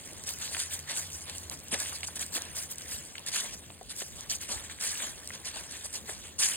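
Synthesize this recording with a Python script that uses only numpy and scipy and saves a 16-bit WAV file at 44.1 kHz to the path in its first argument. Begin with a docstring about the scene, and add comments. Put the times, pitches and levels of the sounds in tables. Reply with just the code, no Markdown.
"""Footsteps of a person and a leashed dog crunch through dry fallen leaves on a woodland path.
Each shoe or paw crushes a crowd of brittle leaves; single leaves snap or cave in, heels and paws thump
on firm soil, and twigs and the leash knock now and then. The litter keeps rustling between steps.
Behind it lie a low wash of air and traffic and a far engine hum. All is heard in stereo from a
hand-held phone, which catches puffs of air as it swings."""
import sys
import numpy as np
from scipy import signal
from scipy.fft import rfft, irfft
from scipy.io import wavfile
from scipy.ndimage import uniform_filter1d

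SR = 44100
rng = np.random.default_rng(int(sys.argv[2]) if len(sys.argv) > 2 else 0)


def materialize(psi):
    """Save the field psi as 16-bit PCM at rate SR to the path in sys.argv[1].

    A 1-D psi becomes a single channel; in a 2-D psi each row is a channel.
    """
    bounded = np.clip(np.atleast_2d(psi).T, -1, 1)
    quanta = np.round(bounded * 32767).astype(np.int16)
    wavfile.write(sys.argv[1], SR, quanta)


N = 289296
TIME = np.arange(N) / SR
FREQS = np.arange(N // 2 + 1) * SR / N
TOP_HZ = 16100


def undb(db):
    """Decibels to gain."""
    return 10 ** (np.asarray(db) / 20)


def unit(x):
    """Scale to rms 1."""
    return x / np.sqrt(np.mean(x ** 2))


def over_time(points):
    """Join (time_s, value) points by straight lines."""
    return np.interp(TIME, *np.transpose(points))


def over_freq(points):
    """Join (freq_hz, value) points on a log-frequency axis."""
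    hz, value = np.transpose(points)
    return np.interp(np.log(FREQS + 1), np.log(hz), value)


def colour(x, eq):
    """Shape x with an EQ curve that rolls off beyond its end points; rms 1."""
    skirts = np.minimum(FREQS / eq[0][0], 1) ** 2 * np.minimum(eq[-1][0] / (FREQS + 1), 1) ** 2
    return unit(irfft(rfft(x) * undb(over_freq(eq)) * skirts, N))


def bandpass(x, pitch_hz, octaves, highest_hz):
    """Keep a band reaching `octaves` either side of the pitch, capped at highest_hz."""
    band_hz = [pitch_hz / 2 ** octaves, min(pitch_hz * 2 ** octaves, highest_hz)]
    return signal.sosfilt(signal.butter(2, band_hz, "band", fs=SR, output="sos"), x)


def drift(rate_hz):
    """Random modulation that glides to a new value rate_hz times a second; rms 1."""
    hold = max(int(SR / rate_hz), 1)
    stepped = np.repeat(rng.standard_normal(N // hold + 1), hold)[:N]
    return unit(uniform_filter1d(stepped, hold))


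def add(out, start_s, sound):
    """Mix a short sound in at start_s."""
    start = int(np.clip(start_s * SR, 0, N - 1))
    out[:, start:start + sound.shape[1]] += sound[:, :N - start]


# Phase by which the left channel leads the right, level across some treble bands: freq_hz, left_lead_rad
STEREO_PHASE = [(200, 0.06), (700, 1), (1200, 1.9), (1600, 0.38), (2500, 0.23), (3700, 2.25), (4600, 2),
                (5300, 3.05), (6100, 3.23), (7800, 5.8), (9400, 6.5), (11300, 9.21), (12800, 9.55),
                (14200, 12.4)]
# How alike left and right sound at each frequency, nearly mono in some treble bands: freq_hz, likeness
STEREO_LIKENESS = [(60, .15), (130, 0.62), (250, 0.98), (800, 0.53), (1350, 0.57), (1800, 0.55),
                   (3500, 0.79), (4700, 0.9), (5500, 1), (6000, 0.98), (6800, 0.27), (8500, 1),
                   (10300, 0.91), (11800, 1), (15000, 0.87)]

def stereo_image(paths):
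    """Left and right share the first path, the right lagging; the second is scatter that adds width."""
    likeness = np.clip(over_freq(STEREO_LIKENESS), 0, 1)
    mid, side = rfft(paths) * np.sqrt([(1 + likeness) / 2, (1 - likeness) / 2])
    right_lag = np.exp(-1j * over_freq(STEREO_PHASE))
    return irfft(np.array([mid + side, (mid - side) * right_lag]), N)


# Tone of the outdoor bed: freq_hz, gain_db
AIR_EQ = [(25, -28), (45, 0), (62, -2), (80, 10.5), (110, 2.5), (200, 1.5), (350, -3), (600, -4.5),
          (1000, -21), (2000, -15.5), (5000, -27), (15000, -19.5)]
# Its swells and lulls: time_s, level_db
AIR_LEVEL = [(0, -52), (.4, -56), (1.2, -56.5), (1.55, -52), (2, -53), (2.9, -54), (3.6, -55), (4.1, -54.5),
             (4.7, -55), (6.5, -54.5)]

def outdoor_air(swell_db):
    """A low wash of air and far traffic that swells and lulls."""
    wash = colour(rng.standard_normal((2, N)), AIR_EQ)
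    return wash * undb(over_time(AIR_LEVEL) + swell_db * drift(14))


# Partials of the far engine: pitch_hz, relative_db
ENGINE_PARTIALS = [(75, 1.5), (88, 4), (153, -3.5)]
# Fader ride on the engine: time_s, level_db
ENGINE_LEVEL = [(0, -57.5), (1.1, -53.5), (2.4, -59), (3.9, -66.5), (6.5, -62.5)]

def far_engine(pitch_waver, level_waver_db):
    """A distant engine hums, each partial wavering in pitch and level."""
    hum = 0
    for pitch_hz, relative_db in ENGINE_PARTIALS:
        gain = undb(relative_db + level_waver_db * drift(9))
        wavering_hz = pitch_hz * (1 + pitch_waver * drift(9))
        hum = hum + gain * np.sin(2 * np.pi * np.cumsum(wavering_hz) / SR)
    return unit(hum) * undb(over_time(ENGINE_LEVEL))


# Puffs of air as the phone swings with the stride: peak_s, level_db
PUFFS = [(0.6, -65.5), (0.99, -58), (2.0, -69), (2.5, -54), (2.94, -53), (3.5, -54), (3.87, -57),
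         (4.17, -52), (4.55, -47.5), (4.69, -52.5), (5.111, -52.5), (5.57, -53), (5.87, -58), (6.18, -53)]

def wind_buffet(draught_db, rise_db_per_s, fall_db_per_s):
    """Low flutter of moving air, unrelated left and right: a draught, and puffs that come fast and ebb."""
    envelope_db = draught_db
    for peak_s, level_db in PUFFS:
        below_peak_db = np.maximum(rise_db_per_s * (peak_s - TIME), fall_db_per_s * (TIME - peak_s))
        envelope_db = np.maximum(envelope_db, level_db - below_peak_db)
    flutter_eq = [(18, -34), (32, -18), (52, 4), (70, 2), (100, -9.5)]
    return colour(rng.standard_normal((2, N)), flutter_eq) * undb(envelope_db)


def burst(t60_s, scatter_db, scatter_t60_s):
    """One impact or fracture along two paths: quick noise, then faint scatter from the leaves around."""
    t = TIME[:2048]
    envelope = undb(-60 * t / t60_s) + undb(scatter_db - 60 * t / scatter_t60_s)
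    return rng.standard_normal((2, len(t))) * envelope


def hits(cues, cycles, octaves, scatter_db, scatter_t60_s, highest_hz):
    """Band-passed bursts that die away in `cycles` periods of their pitch, so low ones last longer."""
    out = np.zeros((2, N))
    for start_s, level_db, pitch_hz in cues:
        hit = bandpass(burst(cycles / pitch_hz, scatter_db, scatter_t60_s), pitch_hz, octaves, highest_hz)
        add(out, start_s, hit / abs(hit).max(axis=1, keepdims=True) * undb(level_db))
    return out


# Thumps on the soil: start_s, level_db, pitch_hz
THUMPS = [(.125, -44, 452.5), (.567, -36.5, 809.4), (1.727, -32.5, 269.8), (1.733, -30, 550),
          (1.741, -39, 988), (1.746, -29, 650.3), (1.923, -32, 1035), (2.033, -39, 779), (2.084, -34, 1090),
          (2.359, -39, 388.2), (2.376, -36.5, 533.3), (3.701, -39.5, 719), (3.812, -36, 532),
          (4.018, -35.5, 489.9), (4.513, -35, 593), (5.034, -34, 950), (5.562, -43, 600),
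          (6.091, -36.5, 466)]

def soil_thumps():
    """Heels and paws meet firm soil with a short, dull thud."""
    return hits(THUMPS, cycles=6.5, octaves=.52, scatter_db=-10, scatter_t60_s=.079, highest_hz=2500)


# Twig and leash knocks: start_s, level_db, pitch_hz
KNOCKS = [(0.4775, -32, 3000), (0.5477, -24, 2210), (0.5671, -29, 2030), (0.71, -36, 3000),
          (1.2972, -29, 3800), (1.7419, -22, 1790), (1.8595, -31, 2800), (2.0318, -23, 2850),
          (2.2255, -30, 3300), (2.3654, -30, 2130), (2.3784, -28, 3110), (3.154, -31, 1950),
          (3.1812, -28, 2940), (3.703, -39, 2900), (4.0073, -37, 1820), (4.0195, -34, 1750),
          (4.6977, -34.5, 2050), (4.787, -39, 1900), (4.9543, -30, 3000), (4.9738, -29, 3520),
          (5.002, -31, 2120), (5.3043, -33, 1700), (6.0934, -32, 1830)]

def twig_and_leash_knocks():
    """Twigs and the leash knock in the midrange, duller than a breaking leaf."""
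    return hits(KNOCKS, cycles=25, octaves=.48, scatter_db=-21, scatter_t60_s=.035, highest_hz=7000)


# Whole curled leaves caving in: start_s, hold_s, level_db, pitch_hz
COLLAPSES = [(0.271, 0.0093, -40, 7900), (0.418, 0.047, -44, 3750), (0.732, 0.019, -37.5, 8520),
             (1.515, 0.023, -53, 1155), (1.537, 0.01, -41, 6540), (1.636, .008, -47, 13000),
             (1.725, 0.023, -40, 2830), (2.034, 0.013, -44, 3010), (2.156, 0.012, -38, 8360),
             (3.264, 0.029, -41, 7400), (3.272, 0.02, -37, 4320), (4.297, 0.02, -33, 5360),
             (4.343, .016, -35.5, 7000), (4.803, 0.051, -42.5, 4810), (4.972, 0.0089, -43, 14000),
             (5.452, 0.017, -48, 4430), (5.709, 0.015, -48, 6600), (5.923, .014, -49.5, 8000),
             (6.389, 0.014, -31.5, 6840), (6.411, 0.054, -37.5, 2856)]

def leaf_collapses(octaves, release_s, rough_db):
    """A leaf caves in abruptly: a short, rough run of fractures around the pitch of its shell."""
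    out, t = np.zeros((2, N)), TIME[:N // 40]
    for start_s, hold_s, level_db, pitch_hz in COLLAPSES:
        fractures = rng.standard_normal((2, len(t))) * undb(rough_db * drift(700)[:len(t)])
        shell = unit(bandpass(fractures, pitch_hz, octaves, TOP_HZ))
        envelope = np.exp(-np.maximum(t - hold_s, 0) / release_s)
        add(out, start_s, shell * undb(level_db) * envelope)
    return out


# Single dry leaves breaking: start_s, level_db
SNAPS = [(.1136, -31), (.1326, -33), (.182, -33), (.2379, -26), (.2718, -26), (.2912, -21), (.3371, -27),
         (.387, -27), (.5945, -23), (.601, -17.5), (.6135, -23), (.621, -22), (.6355, -26), (.7355, -24),
         (.792, -24), (.7991, -28), (.917, -26), (.9827, -23), (1.2087, -32), (1.2973, -25), (1.3723, -30),
         (1.3823, -23), (1.498, -20.5), (1.5915, -33), (1.601, -34), (1.6836, -29), (1.7428, -17.5),
         (1.8008, -19), (1.8956, -26), (1.9854, -31), (2.0088, -31), (2.0315, -28), (2.0724, -26),
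         (2.0762, -25), (2.159, -26), (2.1944, -23), (2.2638, -25), (2.3401, -24), (2.3505, -22),
         (2.3672, -23), (2.4204, -22), (2.593, -26), (2.6258, -26), (2.7137, -27), (2.7576, -32),
         (2.783, -26.5), (2.8195, -29), (2.912, -25), (3.052, -31), (3.1941, -32), (3.2635, -24),
         (3.2862, -24), (3.8305, -35), (3.9639, -28.5), (4.1614, -33), (4.2085, -25), (4.2976, -27),
         (4.315, -24), (4.3645, -27), (4.4139, -26), (4.8102, -26), (4.8368, -23), (4.851, -23),
         (4.8702, -24), (4.8911, -26), (5.2749, -25), (5.2894, -31), (5.2964, -31), (5.3178, -33),
         (5.3517, -28), (5.4565, -27), (5.7114, -29), (5.7693, -31), (5.9289, -32), (6.3905, -23)]

def leaf_snaps(edge_envelope, pitch_hz, stray_count, stray_db, stray_range_db, stray_octaves):
    """Bent leaves snap on cue; strays break at random times, their level riding on the leaf edges."""
    cues = [(start_s, level_db, pitch_hz) for start_s, level_db in SNAPS]
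    for when, size, width in rng.random((stray_count, 3)):
        level_db = 20 * np.log10(edge_envelope[int(when * N)]) + stray_db + stray_range_db * (size - .5)
        stray_hz = pitch_hz / 2 ** (stray_octaves * width ** 2)  # wider leaves snap lower
        cues.append((when * N / SR, level_db, stray_hz))
    return hits(cues, cycles=50, octaves=1.1, scatter_db=-23, scatter_t60_s=.035, highest_hz=10800)


def curled_leaves(low_hz, high_hz, t60_s, size_range_db, count=2400):
    """Stiff curled leaves ring for a moment as they spring free, each at a pitch of its own; rms 1."""
    out, t = np.zeros((2, N)), TIME[:int(t60_s * SR)]
    for when, height, size, side in rng.random((count, 4)):
        pitch_hz = low_hz + (high_hz - low_hz) * height ** 2
        envelope = undb(size_range_db * size - 60 * t / t60_s) * np.sqrt(height)
        ping = np.sin(2 * np.pi * pitch_hz * t) * envelope
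        add(out, when * N / SR, np.outer([1, np.sign(side - .5)], ping))
    return unit(out)


def leaf_crackle(breaks_per_s, size_db, colour_db, t60_s, patch_db, patch_rate_hz, flicker_db, bands=18):
    """A crowd of tiny fractures, each with its own size and colour, levelled and then set flickering."""
    onsets = np.flatnonzero(rng.random(N) < breaks_per_s / SR)
    sizes = undb(size_db * np.clip(rng.standard_normal(len(onsets)), -2, 2))
    band_position = np.interp(np.sqrt(FREQS), [0, np.sqrt(TOP_HZ)], [0, bands - 1])
    # a leaf smears each click in time without favouring a pitch
    smear = rfft(burst(t60_s, scatter_db=-9.5, scatter_t60_s=.06), N)
    spectrum = 0
    for band in range(bands):
        # one patch of leaves gives way after another, each strong in its own bands
        band_db = patch_db * drift(patch_rate_hz)[onsets] + colour_db * rng.standard_normal(len(onsets))
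        clicks = np.zeros((2, N))
        clicks[:, onsets] = sizes * undb(band_db) * rng.choice([-1, 1], (2, len(onsets)))
        band_shape = np.sqrt(np.maximum(1 - abs(band_position - band), 0))
        spectrum = spectrum + rfft(unit(clicks)) * band_shape
    grains = irfft(spectrum * smear / abs(smear), N)
    power = uniform_filter1d(np.mean(grains ** 2, axis=0), size=900)
    return grains / np.sqrt(np.abs(power) + 1e-9) * undb(flicker_db * drift(90))


# Leaves still stirring between the steps: time_s, level_db
RUSTLE = [(0.0, -49.5), (1.2, -50), (1.65, -51), (2.0, -49.5), (3.1, -52.5), (3.8, -56), (4.2, -53),
          (5.3, -50), (6.35, -57.5)]
# Shoes and paws pressing into the litter: start_s, t60_s, level_db, blades_db, ground_db, sparkle_db
# level_db sets the crisp leaf edges; the last three are relative to it.
TREADS = [(.042, .08, -45, -13, -21.5, 5), (.26, .3, -33, -9.5, -18.5, 2.5), (.385, .54, -36, -7, -20.5, 0),
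          (.502, .46, -34, -6.5, -16.5, 1), (.556, .38, -32, -8, -25, -2), (.7, .24, -34, -8.5, -21, 6),
          (.871, .38, -36.5, -2.5, -10, -3), (.937, .38, -32.5, -11, -19, 2),
          (1.085, .9, -40.5, -12.5, -20, 0), (1.258, .37, -44.5, 2, -7.5, -6),
          (1.337, .3, -41.5, -12, -24, 3), (1.409, 0.25, -48.5, -5, -12, -4),
          (1.501, 0.125, -39, -5.5, -11, 4), (1.708, .17, -30, -4.5, -12.5, -8),
          (1.768, .54, -33.5, -6.5, -16, 1), (1.856, 0.221, -44, -3, -9, -3),
          (1.925, .19, -38.5, -5, -20, 3), (2.029, 0.0448, -34, -9, -16, -9),
          (2.06, .07, -37.5, -17, -31, 0), (2.153, 0.0578, -38, -2.5, -15, 3),
          (2.184, .2, -32.5, -7.5, -22.5, 1), (2.319, .18, -34, -5, -19, 7),
          (2.339, .145, -34.5, -1.5, -9.5, 4), (2.357, 1.0, -46, 0, -8.5, 0),
          (2.548, .25, -33.5, -9.5, -19, 4), (2.61, 0.131, -37.5, -12.5, -24, 5),
          (2.692, .12, -39, -6.5, -28, 9), (2.77, .55, -44, -5, -27, 0.5), (2.873, .59, -36, -8, -21, 1),
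          (3.145, .38, -48, 1.5, -8, -1), (3.258, .18, -38, -2.5, -14.5, 1),
          (3.313, .61, -31, -4.5, -17, -1), (3.413, 0.2105, -38, -4, -12, -1),
          (3.514, .12, -39, -13, -13.5, -6), (3.884, .15, -40, -4, -25, -3),
          (3.95, .57, -38, -10.5, -28, 2), (4.002, .058, -42, 2, -9, -1), (4.144, .63, -46, -3, -7, -1),
          (4.289, .2, -33.5, -5, -18, 4), (4.397, .21, -38, -4, -23, 0),
          (4.478, .42, -33.5, -4.5, -9.5, -1), (4.625, 0.149, -45, -7, -10, -4),
          (4.691, .104, -42, -1, -8, -3), (4.795, .52, -32, -6, -17.5, 2.5),
          (4.827, 1.07, -34.5, -7.5, -26, -4), (4.984, 0.49, -36, -3.5, -11.5, 0),
          (5.172, 0.0605, -46.5, -6, -21, -5), (5.32, .17, -40.5, -3, -14, -5),
          (5.437, .26, -36.5, -3.5, -16.5, -4), (5.523, .54, -40, -3, -8.5, -1),
          (5.682, 0.888, -42.5, -4, -17, -3), (5.833, 0.0893, -37, -11, -12.5, -6),
          (5.925, .19, -34, -9, -14, -3), (6.049, .56, -38.5, -6, -12.5, -3),
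          (6.217, .4, -46.5, -1.5, -11, -5), (6.382, .08, -28, -6, -25, -5),
          (6.394, .42, -23.5, -9.5, -24, -3), (6.475, .36, -34.5, -3.5, -18, -1)]

def tread_envelopes(rustle_blades_db, rustle_ground_db):
    """Envelopes of edges, blades, ground and sparkle: each tread builds and dies away over the rustle."""
    power = undb(over_time(RUSTLE) + np.array([[0], [rustle_blades_db], [rustle_ground_db], [0]])) ** 2
    for start_s, t60_s, level_db, blades_db, ground_db, sparkle_db in TREADS:
        attack_s = .037 * (t60_s / .3) ** .39  # slower treads build up more slowly
        t = TIME[:int((attack_s + t60_s) * SR)]
        load = np.minimum(t / attack_s, 1) ** .68  # abrupt first contact, then growing weight
        press = load * undb(level_db - 60 * np.maximum(t - attack_s, 0) / t60_s)
        add(power, start_s, np.outer(undb([0, blades_db, ground_db, sparkle_db]), press) ** 2)
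    return np.sqrt(power)


# Tone of the crisp leaf edges, the midrange leaf blades and the packed ground: freq_hz, gain_db
EDGES_EQ = [(3600, -59), (4700, -3), (5400, -0.5), (6800, 1), (9000, 1.5), (11000, -1.5), (13000, -6),
            (15900, -18)]
BLADES_EQ = [(900, -8.5), (1300, -5), (1700, 2), (2500, -1), (3600, 3), (4500, 0.5), (5600, -60)]
GROUND_EQ = [(90, -49), (200, -4), (350, -7), (600, -2), (1100, -2), (1600, -13)]

def footstep_crunch(edges, blades, ground, sparkle, edges_db, blades_db, ground_db, curled_db):
    """Weight comes onto the leaves; the harder the press, the more of them break each second."""
    breaks_per_s = 2000 * (edges / undb(-42)) ** .5
    leaves = leaf_crackle(breaks_per_s, size_db=5, colour_db=2.5, t60_s=.003,
                          patch_db=3, patch_rate_hz=34, flicker_db=1.07)
    leaves += undb(curled_db) * curled_leaves(low_hz=450, high_hz=7500, t60_s=.035, size_range_db=12)
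    crisp = colour(leaves, EDGES_EQ)
    brittle_top = irfft(rfft(crisp) * over_freq([(10500, .039), (13000, 1)]), N)
    # the packed layer underneath gives way more evenly
    packed = rng.standard_normal((2, N)) * undb(2 * drift(130))
    return (undb(edges_db) * (edges * (crisp - brittle_top) + sparkle * brittle_top)
            + undb(blades_db) * blades * colour(leaves, BLADES_EQ)
            + undb(ground_db) * ground * colour(packed, GROUND_EQ))


def scene():
    """Mix crunches, snaps, knocks and thumps over the outdoor bed; trims here add to the table levels."""
    edges, blades, ground, sparkle = tread_envelopes(rustle_blades_db=-4.5, rustle_ground_db=-8.5)
    steps = footstep_crunch(edges, blades, ground, sparkle,
                            edges_db=-.34, blades_db=-.24, ground_db=.1, curled_db=-11)
    steps += leaf_collapses(octaves=.4, release_s=.0048, rough_db=3)
    snaps = undb(2.3) * leaf_snaps(edges, pitch_hz=10500, stray_count=55, stray_db=7,
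                                   stray_range_db=5, stray_octaves=1.8)
    knocks = undb(3) * twig_and_leash_knocks()
    thumps = undb(.9) * soil_thumps()
    air = outdoor_air(swell_db=1.2)
    engine = far_engine(pitch_waver=.028, level_waver_db=3.3)
    wind = undb(.5) * wind_buffet(draught_db=-74, rise_db_per_s=200, fall_db_per_s=110)
    return stereo_image(steps + snaps + knocks + thumps + air) + engine + wind


def record(dry):
    """The phone cuts the treble steeply above TOP_HZ."""
    return signal.sosfilt(signal.ellip(10, .2, 70, TOP_HZ, fs=SR, output="sos"), dry)


dry = scene()
out = record(dry)
materialize(out)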